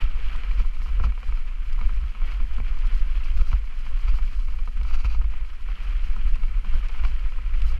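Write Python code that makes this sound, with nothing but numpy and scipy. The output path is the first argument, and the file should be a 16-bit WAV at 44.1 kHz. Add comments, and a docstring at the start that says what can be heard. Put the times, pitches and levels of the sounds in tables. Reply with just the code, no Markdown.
"""A muddy forest trail, taken fast on a mountain bike; the microphone is in a cased camera on the rider.
Wind buffets the case. Just below, the tyres tear through wet dirt and throw up spray, and every bump
makes the bike knock and rattle. Rough stretches shake everything harder and crests let it ease.
Hard landings thump and set the chain slapping, stones ping under the tread, and now and then
a bit of grit ticks against the frame."""
import sys
import numpy as np
from scipy import signal
from scipy.fft import rfft, irfft
from scipy.io import wavfile
from scipy.ndimage import uniform_filter1d

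SR = 44100
rng = np.random.default_rng(int(sys.argv[2]) if len(sys.argv) > 2 else 0)


def transcribe(signal):
    """Save signal, clipped to [-1, 1], as a 16-bit WAV file at the path in sys.argv[1]."""
    frames = np.atleast_2d(signal).T
    limited = np.clip(frames, -1, 1)
    pcm = np.round(limited * 32767).astype(np.int16)
    wavfile.write(sys.argv[1], SR, pcm)


N = 343539

# Crests, where the bike goes light. Each row: middle in seconds, drop in dB, half length in seconds.
CRESTS = [(0.73, 7.5, 0.028), (1.16, 6, 0.05), (1.6, 5.5, 0.059), (2.13, 4, 0.027), (3.71, 7, 0.086),
          (4.68, 2, 0.11), (5.59, 4, 0.16), (6.57, 0.5, 0.036)]


def from_db(db):
    return 10 ** (np.asarray(db) / 20)


def unit_rms(x):
    return x / np.sqrt(np.mean(x ** 2) + 1e-20)


def in_time(rows):
    """One curve per column, joining its values at the times in the first column."""
    times, *columns = np.transpose(rows)
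    return [np.interp(np.arange(N) / SR, times, column) for column in columns]


def swell(middle_s, half_s):
    """A bell of height 1 around a moment."""
    distance = (np.arange(N) / SR - middle_s) / half_s
    return np.exp(-np.minimum(distance ** 2, 50) / 2)


def swells(rows):
    """A curve in dB with one bell for each row of middle, height and half length."""
    return sum(db * swell(s, half_s) for s, db, half_s in rows)


def drift(hz):
    """A random wander with spread 1, moving mostly slower than hz."""
    hop, run_in = 40, 2000
    pole = np.exp(-2 * np.pi * hz * hop / SR)
    noise = rng.standard_normal(N // hop + run_in + 2)
    slow = signal.lfilter([1], [1, -2 * pole, pole * pole], noise)[run_in:]
    return np.interp(np.arange(N) / hop, np.arange(len(slow)), unit_rms(slow))


def steady(x, span_s):
    """Holds the rms near 1 over spans of this length and keeps the faster detail."""
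    size = max(int(span_s * SR), 2)
    power = uniform_filter1d(uniform_filter1d(x ** 2, size), size)
    return x / np.sqrt(np.abs(power) + 1e-12)


def colour(x, spectrum):
    """Causal filter with the given spectrum; a unit click comes out with height 1."""
    size = 16384
    hz, db = np.transpose(spectrum)
    bins_hz = np.arange(size // 2 + 1) * SR / size
    gain = from_db(np.interp(np.log(bins_hz + 1), np.log(hz), db))
    cepstrum = irfft(np.log(gain))
    cepstrum[1:size // 2] *= 2  # minimum phase: nothing sounds ahead of a click
    response = irfft(np.exp(rfft(cepstrum[:size // 2], size)))
    return signal.fftconvolve(x, response / np.abs(response).max())[:N]


def soften(x, hz):
    """Two-pole low-pass."""
    return signal.sosfilt(signal.butter(2, hz, fs=SR, output="sos"), x)


def ring(clicks, hz, t60):
    """A unit click starts a sine of height 1 that falls 60 dB in t60 seconds."""
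    decay, angle = from_db(-60 / (t60 * SR)), 2 * np.pi * hz / SR
    return signal.lfilter([0, np.sin(angle)], [1, -2 * decay * np.cos(angle), decay ** 2], clicks + 1e-18)


def clicks_at(times, heights):
    """A click of the given height at each time."""
    return np.bincount(np.clip(np.round(times * SR).astype(int), 0, N - 1), heights, N)


def grains(per_s, spread_db):
    """Random clicks; a few are much louder if the spread is positive, much softer if negative."""
    sizes = from_db(spread_db * np.minimum(rng.exponential(1, N), 4))
    return sizes * rng.choice([-1, 1], N) * (rng.random(N) < per_s / SR)


def shaking():
    """Rough stretches raise the shaking and crests lower it; in dB above smooth trail."""
    # Each row: middle in seconds, rise in dB, half length in seconds.
    rough_stretches = [(0.59, 4, 0.075), (1.053, 9, 0.023), (1.82, 6.5, 0.035), (2.99, 3.5, 0.11),
                       (3.4, 9.5, 0.026), (4.13, 3, 0.058), (4.947, 6, 0.031), (5.192, 5, 0.018),
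                       (6.31, 3.5, 0.11), (6.777, 11.5, 0.023), (7.02, 5.5, 0.04), (7.644, 4.5, 0.069)]
    return swells(rough_stretches) - swells(CRESTS)


def tyre_load():
    """How hard the tyres work the dirt, in dB: more where they slip and scrape, less over crests."""
    # Each row: time in seconds, level of the tyres' rush in dB.
    effort = [(0.0, -51), (0.39, -49), (0.56, -52), (1.65, -52), (2.37, -52), (2.65, -51), (3.12, -52),
              (3.71, -52.5), (4.1, -50.5), (4.47, -56.5), (4.77, -55), (5.05, -59), (5.38, -53.5),
              (5.77, -51.5), (5.9, -48.5), (6.2, -52), (6.6, -54), (6.9, -48), (7.33, -53.5), (7.79, -50)]
    # Each row: middle of a slip in seconds, rise in dB.
    scrapes = [(0.018, 9), (0.29, 3.5), (2.3, 6.5), (2.69, 2.5), (3.154, 3), (6.71, 4), (7.24, 1)]
    effort_db, = in_time(effort)
    scrape_db = sum(db * swell(s, half_s=0.032) for s, db in scrapes)
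    return effort_db + scrape_db - 0.38 * swells(CRESTS)


def bike_body(clicks, brightness_db, vary_db, pitch=1):
    """Each contact strikes the bike's modes with its own strengths; they radiate little below pitch."""
    # Each row: frequency in Hz, level in dB, seconds to fall 60 dB.
    modes = [(214.6, -18.5, 0.14), (328, -23, 0.015), (503, -20, 0.061), (754, -28, 0.12),
             (1010, -18.5, 0.029), (1084, -12.5, 0.028), (1282, -7.5, 0.021), (1350, -27, 0.0059),
             (1915, -18, 0.031), (2300, -5, 0.017), (2800, -12, 0.014), (4030, -21, 0.026),
             (4740, -23.5, 0.015)]
    out = np.zeros(N)
    for hz, db, t60 in modes:
        treble_db = brightness_db if hz > 1700 else 0
        strength = from_db(db + treble_db + vary_db * drift(hz=52))
        radiation = signal.butter(1, 0.7 * hz, "high", fs=SR)
        out += signal.lfilter(*radiation, ring(clicks * strength, hz * pitch, t60))
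    return out


def whine():
    """A faint, wavering metallic tone runs along with the bike."""
    return from_db(-74) * unit_rms(ring(rng.standard_normal(N), hz=1956, t60=0.17))


def air_hiss(shake_db):
    """Passing air hisses thinly, a little louder on rough ground."""
    # Each row: frequency in Hz, level in dB.
    spectrum = [(4000, 5), (7800, 3), (8800, -4), (9400, 0.5), (10900, 1.5), (11900, -5), (15500, -16)]
    return from_db(-69.5 + 0.11 * shake_db) * unit_rms(colour(rng.standard_normal(N), spectrum))


def wind(shake_db):
    """Eddies push on the case, right at the microphone: deep, lumpy pressure swings."""
    # Each row: frequency in Hz, level in dB.
    spectrum = [(8, -7.5), (16, 3.5), (24, 0), (36, -5), (44, -9.5), (53, -9), (65, -25), (80, -34.5),
                (100, -41.5), (130, -46.5), (200, -52.5), (400, -67.5), (1000, -100)]
    # The buffeting dips for an instant. 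Each row: middle in seconds, drop in dB (negative is a rise).
    dips = [(0.47, 6.5), (1.16, 3), (1.45, 4.5), (2.14, 10.5), (2.52, 0), (3.10, 2), (3.74, -1.5),
            (4.72, 2.5), (5.55, 6), (5.78, 9), (6.63, 3), (6.89, 6), (7.18, 1.5), (7.33, 2.5), (7.45, 5)]
    dip_db = sum(db * swell(s, half_s=0.03) for s, db in dips)
    eddies = rng.standard_normal(N) * from_db(4 * drift(hz=26.7))
    return from_db(-19 + shake_db - dip_db) * steady(colour(eddies, spectrum), span_s=0.11)


def frame_drone(shake_db, hz=204.7, t60=0.029):
    """The frame drones hollowly with the shaking ground and booms briefly in the ruts."""
    # Each row: middle of a boom in seconds, level in dB.
    ruts = [(0.61, -46.5), (1.03, -45), (1.82, -58), (2.23, -53), (2.42, -48.5), (2.59, -49), (3.54, -46),
            (4.79, -51), (4.84, -54), (6.18, -51), (6.66, -47)]
    drone = from_db(-68.5 + 0.41 * shake_db + 5 * drift(hz=17))
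    booms = sum(from_db(db) * swell(s, half_s=0.014) for s, db in ruts)
    hollow = ring(ring(rng.standard_normal(N), hz, t60), hz, t60)
    return (drone + booms) * steady(hollow, span_s=0.074)


def spray(load_db, shake_db):
    """Fine mud flung off the tread hisses, more so under load and in wetter patches."""
    # Each row: frequency in Hz, level in dB.
    spectrum = [(1500, -20), (3100, 5.5), (3700, -14.5), (4040, 4), (4280, -3), (4560, 1), (5300, -3.5),
                (6050, -8.5), (6400, -7), (7000, -12), (10000, -17), (15500, -19)]
    # Each row: middle in seconds, rise in dB, half length in seconds.
    wet_patches = [(0.78, 5.5, 0.082), (2.3, 0, 0.044), (2.93, 7.5, 0.07), (3.49, 5.5, 0.21),
                   (4.16, 5, 0.037), (4.55, 6, 0.27), (7.68, 8, 0.03)]
    level_db = -65.5 + 0.77 * (load_db - load_db.mean()) + 0.2 * shake_db + swells(wet_patches)
    droplets = colour(grains(per_s=11000, spread_db=-2.5), spectrum)
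    flutter_db = 3 * drift(hz=20)
    return from_db(level_db + flutter_db) * steady(droplets, span_s=0.066)


def grit(scatter_s=0.0042):
    """Grit hits the frame with a bright tick and scatters at once."""
    # Each row: start in seconds, relative level in dB.
    strikes = [(0.36, -55.5), (1.729, -54), (2.788, -58), (2.87, -55), (2.995, -62), (3.377, -57),
               (4.832, -55.5), (4.943, -56), (6.356, -55), (6.885, -54), (7.618, -51), (7.692, -57.5)]
    # Each row: frequency in Hz, level in dB.
    spectrum = [(600, -9), (1400, 8), (2600, 13.5), (3600, 6), (4700, 5.5), (6500, -5.5), (8600, -6),
                (15000, -43)]
    times, db = np.transpose(strikes)
    hits = clicks_at(times, from_db(db + 7.5))
    tails = signal.lfilter([1], [1, -np.exp(-1 / (scatter_s * SR))], hits + 1e-18)
    crumbs = from_db(-4) * tails * rng.standard_normal(N)
    return colour(hits + crumbs, spectrum)


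def rattle(load_db, shake_db):
    """Loose parts keep tapping, harder as the tyres work and the ground roughens."""
    taps = bike_body(grains(per_s=260, spread_db=-1), brightness_db=-5.5, vary_db=6)
    level_db = -31.5 + 0.5 * load_db + 0.7 * shake_db
    return from_db(level_db) * steady(soften(taps, hz=3350), span_s=0.73)


def chain():
    """The shaken chain slaps the frame: its links clash in a short swell and leave a thin ring."""
    # Each row: middle in seconds, level in dB, half length in seconds.
    slaps = [(0.607, -48.5, 0.021), (1.047, -42, 0.012), (3.374, -44, 0.0041), (3.413, -44.5, 0.0048),
             (3.472, -52, 0.011), (3.52, -48.5, 0.017), (4.09, -45.5, 0.012), (4.893, -47.5, 0.026),
             (4.947, -41, 0.011), (5.004, -46, 0.016), (5.055, -40, 0.0095), (5.124, -46, 0.029),
             (7.05, -45, 0.01), (7.63, -55, 0.014), (7.684, -49, 0.0061)]
    # Each row: frequency in Hz, level in dB.
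    spectrum = [(150, 1), (650, -4), (1300, 9.5), (1800, -3.5), (2450, 11), (3100, 0.5), (3700, -9.5),
                (4050, 0), (4280, -9.5), (4640, 1), (5000, -6), (6350, -10), (8500, -26.5), (10800, -22),
                (15000, -27)]
    bursts = sum(from_db(db) * swell(s, half_s) for s, db, half_s in slaps)
    links = colour(grains(per_s=7000, spread_db=1), spectrum)
    clash = bursts * steady(links, span_s=0.077)
    ringing = unit_rms(ring(clash, hz=4630, t60=0.031))
    return clash + from_db(-17.5) * np.std(clash) * ringing


def stones(load_db):
    """Stones snap out from under the tread and ring briefly: a few clear pings over a fine crackle."""
    # Each row: start in seconds, level in dB, pitch in Hz.
    pinched_stones = [(0.113, -42, 2800), (0.283, -35, 2850), (0.510, -36, 2300), (0.589, -36, 2340),
                      (3.154, -34.5, 2520), (3.207, -42, 2700), (3.235, -35, 2710), (3.304, -37, 3000),
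                      (6.346, -35, 2630)]
    pings = sum(ring(clicks_at(np.array([s]), from_db([db])), hz, t60=0.017)
                for s, db, hz in pinched_stones)
    gravel = from_db(-44.5 + load_db - load_db.mean()) * grains(per_s=70, spread_db=1.87)
    pitches_hz = np.geomspace(1280, 3160, 12)
    pitch_index = rng.integers(0, len(pitches_hz), N)
    crackle = sum(ring(gravel * (pitch_index == k), hz, t60=0.0067) for k, hz in enumerate(pitches_hz))
    return soften(pings + crackle, hz=4500)


def tyres(load_db):
    """Knobs pull out of wet dirt: a dense rush with coarser crunching in it."""
    # Each row: frequency in Hz, level in dB.
    spectrum = [(90, -28), (170, -3.5), (215, -4), (290, -7.5), (620, -11), (850, -12), (1270, -2),
                (1800, -6), (2050, -5), (2320, -1), (3180, -7.5), (3650, -18), (4500, -19), (8000, -43.5)]
    rush = rng.standard_normal(N)
    crunch = from_db(-4) * unit_rms(grains(per_s=600, spread_db=1.5))
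    flutter_db = 2 * drift(hz=21)
    return from_db(load_db + 0.5 + flutter_db) * steady(colour(rush + crunch, spectrum), span_s=0.012)


def thumps():
    """The suspension compresses hard: a deep thump reaches the camera and the hollow low modes wake."""
    # Each row: start in seconds, relative level in dB.
    compressions = [(0.033, -11), (0.511, -21), (1.007, -10), (1.046, -13), (1.068, -14), (1.812, -23),
                    (2.421, -22.5), (2.602, -16), (3.533, -7.5), (4.085, -17.5), (4.134, -15.5),
                    (5.049, -10.5), (6.742, -20.5), (7.042, -22.5)]
    times, db = np.transpose(compressions)
    jolts = clicks_at(times, from_db(db))
    thump = soften(ring(jolts, hz=47.65, t60=0.22), hz=124)
    clunk = soften(bike_body(jolts, brightness_db=11, vary_db=7), hz=328)
    return thump + from_db(-9) * clunk


def knocks(pebbles_per_s=7, pebble_db=-46, pebble_brightness_db=2, detune=0.035):
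    """Roots, stones and random pebbles knock the bike through soft rubber, each with a weak rebound."""
    # The loudest knocks. Each row: start in seconds, relative level in dB, brightness in dB.
    roots_and_stones = [(0.032, -45, -22), (0.1738, -37, -19), (0.352, -33.5, -11), (0.4355, -37, 4.5),
                        (0.514, -36, 1), (0.6, -31, -7), (0.6482, -36, -12), (0.819, -38, 1.5),
                        (0.861, -35.5, -11), (0.889, -34.5, -12), (0.999, -26, -17), (1.0391, -26, -19),
                        (1.046, -29, -10), (1.07, -36, -12), (1.122, -37.5, -2), (1.177, -35.5, -11),
                        (1.2307, -35, -6), (1.324, -34, -8), (1.3732, -37, -4), (1.79, -33.5, -10),
                        (1.813, -32.5, -2.5), (1.8932, -35, -14), (2.150, -36, -3), (2.218, -34.5, -9),
                        (2.320, -35, 0), (2.328, -39, 1), (2.402, -36, -2), (2.583, -32, -19),
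                        (2.7717, -37, -8), (3.2574, -40, 1), (3.5169, -36.5, 2.5), (3.53, -24.5, -10),
                        (3.865, -37, -4), (4.0784, -36, -3), (4.083, -34, -8), (4.142, -36, -16),
                        (4.1868, -31.5, -7), (4.485, -35.5, -6), (4.541, -37.5, -11), (4.5883, -37.5, 0),
                        (4.6755, -31.5, -11), (4.770, -39.5, -4), (4.813, -35.5, -2), (4.850, -35, -6),
                        (4.910, -33, -9), (5.0464, -28.5, -5), (5.148, -33, -8), (5.215, -33, -22),
                        (5.2442, -38, -4), (5.3372, -36.5, -5), (5.6872, -33.5, -10), (5.804, -38, -0.5),
                        (6.1647, -32.5, -13), (6.435, -34.5, -2.5), (6.6472, -35.5, -6),
                        (6.7396, -32.5, -10), (6.894, -35, -2), (6.9488, -37, -15), (7.0384, -30.5, -3),
                        (7.050, -27, -3.5), (7.3215, -36.5, -3.5), (7.386, -36, -11), (7.538, -44, 7),
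                        (7.72, -37, -15)]
    pebble_times = np.cumsum(rng.gamma(2, 0.5, 200)) / pebbles_per_s
    pebbles = [(s, pebble_db, pebble_brightness_db) for s in pebble_times if s < N / SR]
    bumps = sorted([tuple(row) for row in roots_and_stones] + pebbles)
    times, db, _ = np.transpose(bumps)
    _, brightness_db = in_time(bumps)
    rebound_times = times + rng.uniform(0.00244, 0.008, len(times))
    places = rng.choice([-1, 0, 1], len(times))  # the ring shifts in pitch with the place struck
    out = np.zeros(N)
    for place in (-1, 0, 1):
        heights = from_db(db) * (places == place)
        contacts = clicks_at(times, heights) + from_db(-9.5) * clicks_at(rebound_times, heights)
        out += bike_body(contacts, brightness_db + 2, vary_db=1.5, pitch=1 + detune * place)
    return from_db(6) * soften(out, hz=3500)


def scene():
    """Air, dirt and bike, all close and in mono, driven by tyre load and rough ground."""
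    load_db, shake_db = tyre_load(), shaking()
    air = air_hiss(shake_db) + wind(shake_db)
    ground = tyres(load_db) + spray(load_db, shake_db)
    bike = rattle(load_db, shake_db) + knocks() + frame_drone(shake_db) + thumps() + chain()
    ticks = grit() + stones(load_db)
    return (air + ground + bike + ticks + whine())[None]


def record(dry, cutoff_hz=15450, fade_s=0.015):
    """The top is cut steeply; the sound opens and closes without a click."""
    from_edge = np.minimum(np.arange(N), np.arange(N)[::-1])
    fade = np.minimum(from_edge / (fade_s * SR), 1)
    low_pass = signal.ellip(10, 0.1, 80, cutoff_hz, fs=SR, output="sos")
    return fade * signal.sosfilt(low_pass, dry)


dry = scene()
out = record(dry)
transcribe(out)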